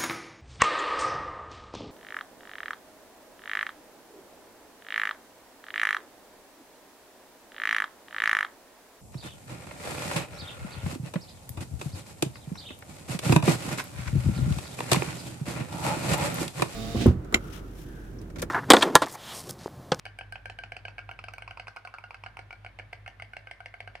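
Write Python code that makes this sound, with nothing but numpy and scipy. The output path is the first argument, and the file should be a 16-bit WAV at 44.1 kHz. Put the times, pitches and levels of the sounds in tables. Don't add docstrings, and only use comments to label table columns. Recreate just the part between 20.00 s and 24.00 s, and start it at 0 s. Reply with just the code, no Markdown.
import sys
import numpy as np
from scipy import signal
from scipy.fft import rfft, irfft
from scipy.io import wavfile

SR = 44100
rng = np.random.default_rng(int(sys.argv[2]) if len(sys.argv) > 2 else 0)


def master(y):
    cut = np.clip(np.atleast_2d(y).T, -1, 1)
    pcm = np.round(cut * 32767)
    wavfile.write(sys.argv[1], SR, pcm.astype(np.int16))


N = 176400

# frequency in Hz, level in dB before the machinery gain.
HUM_LINES = [(49.9, -59.5), (99.8, -57), (149, -77), (200, -87.5)]
# time in seconds, beat rate in Hz.
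BEAT_HZ = [(0, 5.1), (2.7, 5.15), (3.2, 4.75), (4, 4.75)]
# time in seconds, gain of hum and rumble in dB.
MACHINERY_GAIN_DB = [(0, -0.5), (.3, 2.5), (.8, 1), (1.15, 1.5), (1.6, -0.5), (1.8, -10), (2.05, -5.5),
                     (2.3, -0.5), (2.8, 0.5), (3.3, -1), (3.55, -4.5), (4, 0.5)]
# frequency in Hz, relative density in dB.
RUMBLE_COLOUR_DB = [(15, -34), (30, -28), (48, -7), (65, 0), (88, 5), (115, 1), (150, -8), (250, -11),
                    (500, -16.5), (1500, -55)]
HUSH_COLOUR_DB = [(30, -26), (200, -6), (390, -6), (490, 2), (800, 4), (1600, 0.5), (2500, -0.5),
                  (3500, -7.5), (6000, -18.5), (7300, -23.5), (9500, -22.5), (11000, -21.5), (11800, -57),
                  (12800, -22), (14900, -32), (15800, -42)]
CLACKS_A = [(0.0533, -42, -13.5, -16.5, 1.5), (0.1874, -40, -19.5, -17, 1.5), (0.3229, -40, -19.5, -17, -1),
            (0.4561, -39.5, -20, -21.5, -3.5), (0.5873, -39, -23, -24, -1),
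            (0.7196, -38.5, -22.4, -29.1, 0.5), (0.8514, -38, -21, -34.2, -0.5),
            (0.9813, -40, -22.5, -39, 0.1), (1.1122, -42, -23.5, -23, -3), (1.2394, -41.5, -18, -24, 0.5),
            (1.3359, -43, -19, -15.5, 1.5), (1.4211, -42.5, -23.5, -22, 2.5), (1.5086, -42, -22.5, -23, 3),
            (1.5965, -40, -15.5, -39, 3.5), (1.6803, -41.2, -16, -26, -6.5),
            (1.7678, -41, -23.3, -29.7, -1.5), (1.8497, -41, -18, -29, -12), (1.9393, -42.5, -19, -38, -7),
            (1.9458, -47, -27, -38.5, -19), (2.0388, -43.3, -22.9, -36.4, -3.5),
            (2.1436, -44.5, -18.5, -34, 1), (2.2613, -41.5, -19.7, -44, -1.5),
            (2.3901, -43, -16, -28, -0.8), (2.5272, -44.5, -19, -30, 2.5), (2.6627, -43, -22.5, -32.4, 3),
            (2.7958, -41.7, -28, -30.9, 0.5), (2.9278, -45, -22, -24, 4), (3.0614, -44, -25, -31, 5.5),
            (3.1977, -44, -24, -29, 1.5), (3.3334, -42, -28, -29.5, 1), (3.4707, -44, -27, -32, 0.5),
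            (3.6035, -43.5, -26, -30.3, -0.5), (3.7397, -43, -24, -29.7, -1.3),
            (3.8748, -43, -22.0, -31, -0.5)]
CLACKS_B = [(0.0628, -40, -27.3, -31, -5.5), (0.2099, -40.2, -24.7, -45, -3.5),
            (0.356, -39.8, -25.5, -50, 1.5), (0.4981, -40.5, -16.5, -32, -0.5),
            (0.6362, -39.5, -19, -35, 1.5), (0.766, -39.5, -17.7, -26, 2), (0.8819, -41.3, -19.5, -42, 0),
            (0.9898, -41.5, -21.2, -42, 1.5), (1.0909, -39.5, -25, -36.1, -4.5), (1.1901, -41, -20, -41, 3),
            (1.2839, -40.2, -18.7, -35.4, 1.5), (1.3818, -41.8, -21, -19.5, -1.5),
            (1.4773, -41, -18.5, -34, 2), (1.5728, -42.5, -20, -33, 1), (1.6706, -43.5, -23, -30.2, 0.5),
            (1.7623, -44.5, -16, -17.5, -6), (1.8735, -43, -24, -22, 0), (1.9844, -43, -26.5, -25, -1.5),
            (2.1072, -42.5, -20, -30, 1.5), (2.2373, -41.5, -20, -25, 4.5), (2.3698, -42, -26, -19.5, 1.5),
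            (2.5067, -42, -23, -49, -1), (2.6469, -44.1, -20.2, -31, -7.5), (2.7879, -43, -18.5, -33, -4.5),
            (2.9303, -38.5, -21, -30, -1), (3.0773, -40.5, -22, -20, -4.5), (3.2217, -39.3, -21, -22, -0.5),
            (3.3668, -39, -18.5, -27, -2.5), (3.5115, -40, -19, -23, -3), (3.6586, -40, -20, -27, -2.4),
            (3.8037, -39, -20, -26, -1.7), (3.9527, -41, -19, -35.2, -2.7)]
# time in seconds, pose (0 starting, 1 head back, 2 or more head forward).
POSES_A = [(.85, 0.058), (1.5, 0.61), (2.098, 1.04), (2.55, 2.75), (3.301, 0.59)]
POSES_B = [(.7, 0.027), (1.2, 0.74), (2.1, 1), (2.45, 1.32), (2.9, 2.14)]
# frequency in Hz in poses 0, 1, 2, relative level in dB
# in poses 0, 1, 2, T60 in seconds before the pose's cap.
MODES_A = [(532, 589, 548, 2, -17.5, -2.5, 0.038), (690, 730, 712, 7.5, -3, 1, .02),
           (1390, 1340, 1510, -9, 0.5, -3.5, 0.031), (1582, 1463, 1630, 13.5, 4.5, -0.5, 0.03),
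           (2307, 2140, 2260, 9.5, -4, 1.5, .018), (2334, 2730, 2355, -2, -5, -4.5, 0.015),
           (2966, 2790, 2920, 4, -9.5, -9, 0.0082)]
MODES_B = [(605, 830, 1430, -18, -20, -12.5, 0.026), (734, 795, 705, 10, -3.5, 4, 0.018),
           (806, 990, 716, -10, 10.5, -8.5, 0.0075), (1527, 1283, 1610, 10.5, 7, 4, 0.026),
           (1683, 2280, 1750, 10, -19, 2, 0.048), (2250, 2422, 2164, -19, 4.5, 10.5, 0.0098),
           (2550, 2500, 3000, 8.5, 3.5, -0.5, 0.004), (2940, 2900, 2793, 10, -11.5, 3.5, 0.02)]
# frequency in Hz, relative gain in dB.
SNAP_COLOUR_A_DB = [(300, -10), (1000, -5), (3000, 3.5), (3600, -7.5), (4350, 7), (4950, 3), (6300, -11),
                    (7300, -16), (8700, -8.5), (10500, -20), (12000, -38), (16000, -56)]
SNAP_COLOUR_B_DB = [(300, -2.5), (480, 10), (1000, -6.5), (3000, -4.5), (3700, -11), (4300, 5), (5200, 3),
                    (6300, -12), (7300, -10), (8700, -10.5), (10500, -21), (12000, -43), (16000, -43)]
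CRACK_COLOUR_DB = [(3000, -51), (6000, 0.5), (7300, -21), (8700, 5.5), (10500, -10.5), (11900, -20.5),
                   (13800, -7.5), (16000, -26)]
GROUND_COLOUR_DB = [(300, -22), (750, -10.5), (1150, -3), (1500, 0), (1900, -9), (2400, -15.5),
                    (4000, -17.5), (16000, -28)]
BOUNCE_A_DB = [-13, -5, 0]
BOUNCE_B_DB = [-12.5, -6, -14]
# delay in seconds, smear in seconds, gain in dB, low and high edge in Hz.
TRUNK_ECHOES = [(.0075, .003, -14, 392, 5760), (0.022, 0.0021, -13.5, 2010, 5500),
                (.034, 0.0044, -36, 1200, 3000)]
# frequency in Hz, relative gain in dB.
TAIL_COLOUR_DB = [(200, 15.5), (380, -6), (480, 3.5), (700, -3.5), (1100, -1.5), (1430, -4.5), (1750, 1.5),
                  (2600, -6.5), (5000, 4), (12000, -3.5)]
# frequency in Hz, T60 in seconds.
TAIL_T60_S = [(200, 0.34), (800, 0.34), (1700, 0.46), (3000, 0.18), (6000, 0.17), (14000, 0.16)]
# frequency in Hz, left minus right in dB.
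BALANCE_DB = [(200, 7.5), (400, -5), (750, -5.5), (1300, -3.5), (2400, 1.5), (3000, 0.5), (3700, -4.5),
              (5000, 0), (15000, -1.5)]
# frequency in Hz, left lead in radians.
LEFT_LEAD_RAD = [(0, -0.41), (430, 1), (700, -0.1), (1200, -0.9), (1700, -1.6), (2100, -0.12),
                 (2550, -0.26), (3200, -2.36), (4300, -1.5), (5000, -1.6), (8000, 0.55), (15000, -0.2)]


def amp(db):
    return 10 ** (np.asarray(db) / 20)


def unit_rms(x):
    return x / np.sqrt(np.mean(x ** 2) + 1e-20)


def at_hz(points, hz):
    table_hz, value = np.transpose(points)
    return np.interp(np.log(hz + 1), np.log(table_hz + 1), value)


def at_time(points, t):
    return np.interp(t, *np.transpose(points))


def add(mix, start_s, sound):
    part = mix[:, round(start_s * SR):][:, :sound.shape[-1]]
    part += sound[..., :part.shape[-1]]


def drift(rate_hz):
    hz = np.fft.rfftfreq(N, 1 / SR)
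    lowpass = np.exp(-(hz / rate_hz) ** 2) * (hz > 0)
    return unit_rms(irfft(rfft(rng.standard_normal(N)) * lowpass, N))


def noise(colour_db, coherence):
    white = rng.standard_normal((3, N))
    stereo = np.sqrt(coherence) * white[2] + np.sqrt(1 - coherence) * white[:2]
    gain = amp(at_hz(colour_db, np.fft.rfftfreq(N, 1 / SR)))
    return unit_rms(irfft(rfft(stereo) * gain, N))


def minimum_phase(colour_db, size=512):
    log_gain = np.log(amp(at_hz(colour_db, abs(np.fft.fftfreq(size, 1 / SR)))))
    return np.fft.ifft(np.exp(np.conj(signal.hilbert(log_gain)))).real


def burst(t, decay_s, rise_s=0.00011, spread=0.85):
    puffs = rng.standard_normal((3, len(t))) * np.exp(-t / decay_s) * (1 - np.exp(-t / rise_s))
    stereo = spread * puffs[:2] + puffs[2]
    return stereo / np.linalg.norm(stereo, axis=1, keepdims=True)


def excite(drive, response):
    return unit_rms(signal.fftconvolve(drive, response[None], axes=1)[:, :drive.shape[1]])


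def machinery(waver=0.0062, flutter_db=1, neighbour_db=-58.5, beat_peak_s=0.1):
    t = np.arange(N) / SR
    clock_s = np.cumsum(1 + waver * drift(rate_hz=3.5)) / SR
    hum = sum(amp(db + flutter_db * drift(rate_hz=9)) * np.cos(2 * np.pi * hz * clock_s)
              for hz, db in HUM_LINES)
    beat_cycles = np.cumsum(at_time(BEAT_HZ, t)) / SR
    beat_cycles -= np.interp(beat_peak_s, t, beat_cycles)
    hum += amp(neighbour_db) * np.cos(2 * np.pi * (HUM_LINES[1][0] * clock_s + beat_cycles))
    rumble = amp(-62) * noise(RUMBLE_COLOUR_DB, coherence=0.78)
    return amp(at_time(MACHINERY_GAIN_DB, t)) * (np.sqrt(2) * hum + rumble)


def hush():
    return amp(-63.5) * noise(HUSH_COLOUR_DB, coherence=0.24)


def bill_ring(t, modes, pose_mix, hard_db, rise_s, detune=0.0069, scatter_db=1.48, hard_above_hz=1900):
    scatter = rng.standard_normal((2, len(modes)))
    hz = modes[:, :3] @ pose_mix * (1 + detune * scatter[0])
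    gain = amp(modes[:, 3:6] @ pose_mix + scatter_db * scatter[1] + hard_db * (hz > hard_above_hz))
    t60_cap_s = pose_mix @ [0.036, 0.023, 0.021]
    t60_s = np.minimum(modes[:, 6:], t60_cap_s)
    envelope = (1 - np.exp(-(t / rise_s) ** 2)) * np.exp(-np.log(1000) * t / t60_s)
    return (gain / envelope.sum(1)) @ (envelope * np.sin(2 * np.pi * hz[:, None] * t))


def stork(clacks, poses, modes, bounce_db, snap_colour_db, trim_db, rise_s, snap_trim_db):
    size, blow_samples = 3072, SR / 100
    crack_trim_db, crack_delay_s, ground_delay_s = -2.5, 0.0005, 0.0056
    out, t = np.zeros((2, N)), np.arange(size) / SR
    snap_response = minimum_phase(snap_colour_db)
    crack_response = minimum_phase(CRACK_COLOUR_DB)
    ground_response = minimum_phase(GROUND_COLOUR_DB)
    for start_s, db, snap_db, crack_db, hard_db in clacks:
        pose = np.clip(at_time(poses, start_s), 0, 2)
        pose_mix = np.maximum(1 - abs(pose - np.arange(3)), 0)
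        ring = bill_ring(t, np.array(modes), pose_mix, hard_db, rise_s)
        rattle = 0.48 * burst(t, decay_s=0.0046)
        body = excite((t == 0) + rattle, ring)
        snap = excite(burst(t, decay_s=0.0042, rise_s=0.00063), snap_response)
        crack = excite(burst(t, decay_s=0.0011), crack_response)
        bounce = signal.fftconvolve(body, ground_response[None], axes=1)
        gain = amp(db + trim_db) * np.sqrt(blow_samples / size)
        add(out, start_s, gain * (body + amp(snap_db + snap_trim_db) * snap))
        add(out, start_s + crack_delay_s, gain * amp(crack_db + crack_trim_db) * crack)
        add(out, start_s + ground_delay_s, gain * amp(pose_mix @ bounce_db) * bounce)
    return out


def trunk_echoes(birds, size=1024):
    out, t = np.zeros((2, N)), np.arange(size) / SR
    for delay_s, smear_s, db, low_hz, high_hz in TRUNK_ECHOES:
        band = signal.butter(2, [low_hz, high_hz], "band", fs=SR, output="sos")
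        echo = signal.oaconvolve(signal.sosfilt(band, birds), burst(t, smear_s), axes=1)
        add(out, delay_s, amp(db) * echo)
    return out


def tree_tail(birds, count=3, gain_db=-9, delay_s=0.008):
    out, t = np.zeros((2, N)), np.arange(N) / SR
    for k in range(count):
        white = rng.standard_normal((3, SR))
        hz, age_s, spectra = signal.stft(white[:2] + white[2], SR, nperseg=256)
        decay = np.exp(-np.log(1000) * age_s / at_hz(TAIL_T60_S, hz)[:, None])
        tail = signal.istft(spectra * amp(at_hz(TAIL_COLOUR_DB, hz))[:, None] * decay, SR)[1]
        tail /= np.linalg.norm(tail[0])
        crossfade = np.cos(np.pi * (2 * t + k / count)) * np.sqrt(2 / count)
        add(out, delay_s, signal.fftconvolve(birds * crossfade, tail, axes=1))
    return amp(gain_db) * out


def place_right(sound):
    hz = np.fft.rfftfreq(N, 1 / SR)
    left_gain = amp(at_hz(BALANCE_DB, hz) / 2) * np.exp(0.5j * at_hz(LEFT_LEAD_RAD, hz))
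    return irfft(rfft(sound) * [left_gain, 1 / left_gain], N)


def scene():
    birds = stork(CLACKS_A, POSES_A, MODES_A, BOUNCE_A_DB, SNAP_COLOUR_A_DB,
                  trim_db=1.54, rise_s=0.0017, snap_trim_db=3.5)
    birds += stork(CLACKS_B, POSES_B, MODES_B, BOUNCE_B_DB, SNAP_COLOUR_B_DB,
                   trim_db=0.4, rise_s=0.0013, snap_trim_db=3)
    near = place_right(birds + trunk_echoes(birds))
    return near + tree_tail(birds) + machinery() + hush()


def record(dry, cutoff_hz=15900):
    lowpass = signal.firwin(511, cutoff_hz, window=("kaiser", 9), fs=SR)
    return signal.oaconvolve(dry, lowpass[None], "same")


dry = scene()
out = record(dry)
master(out)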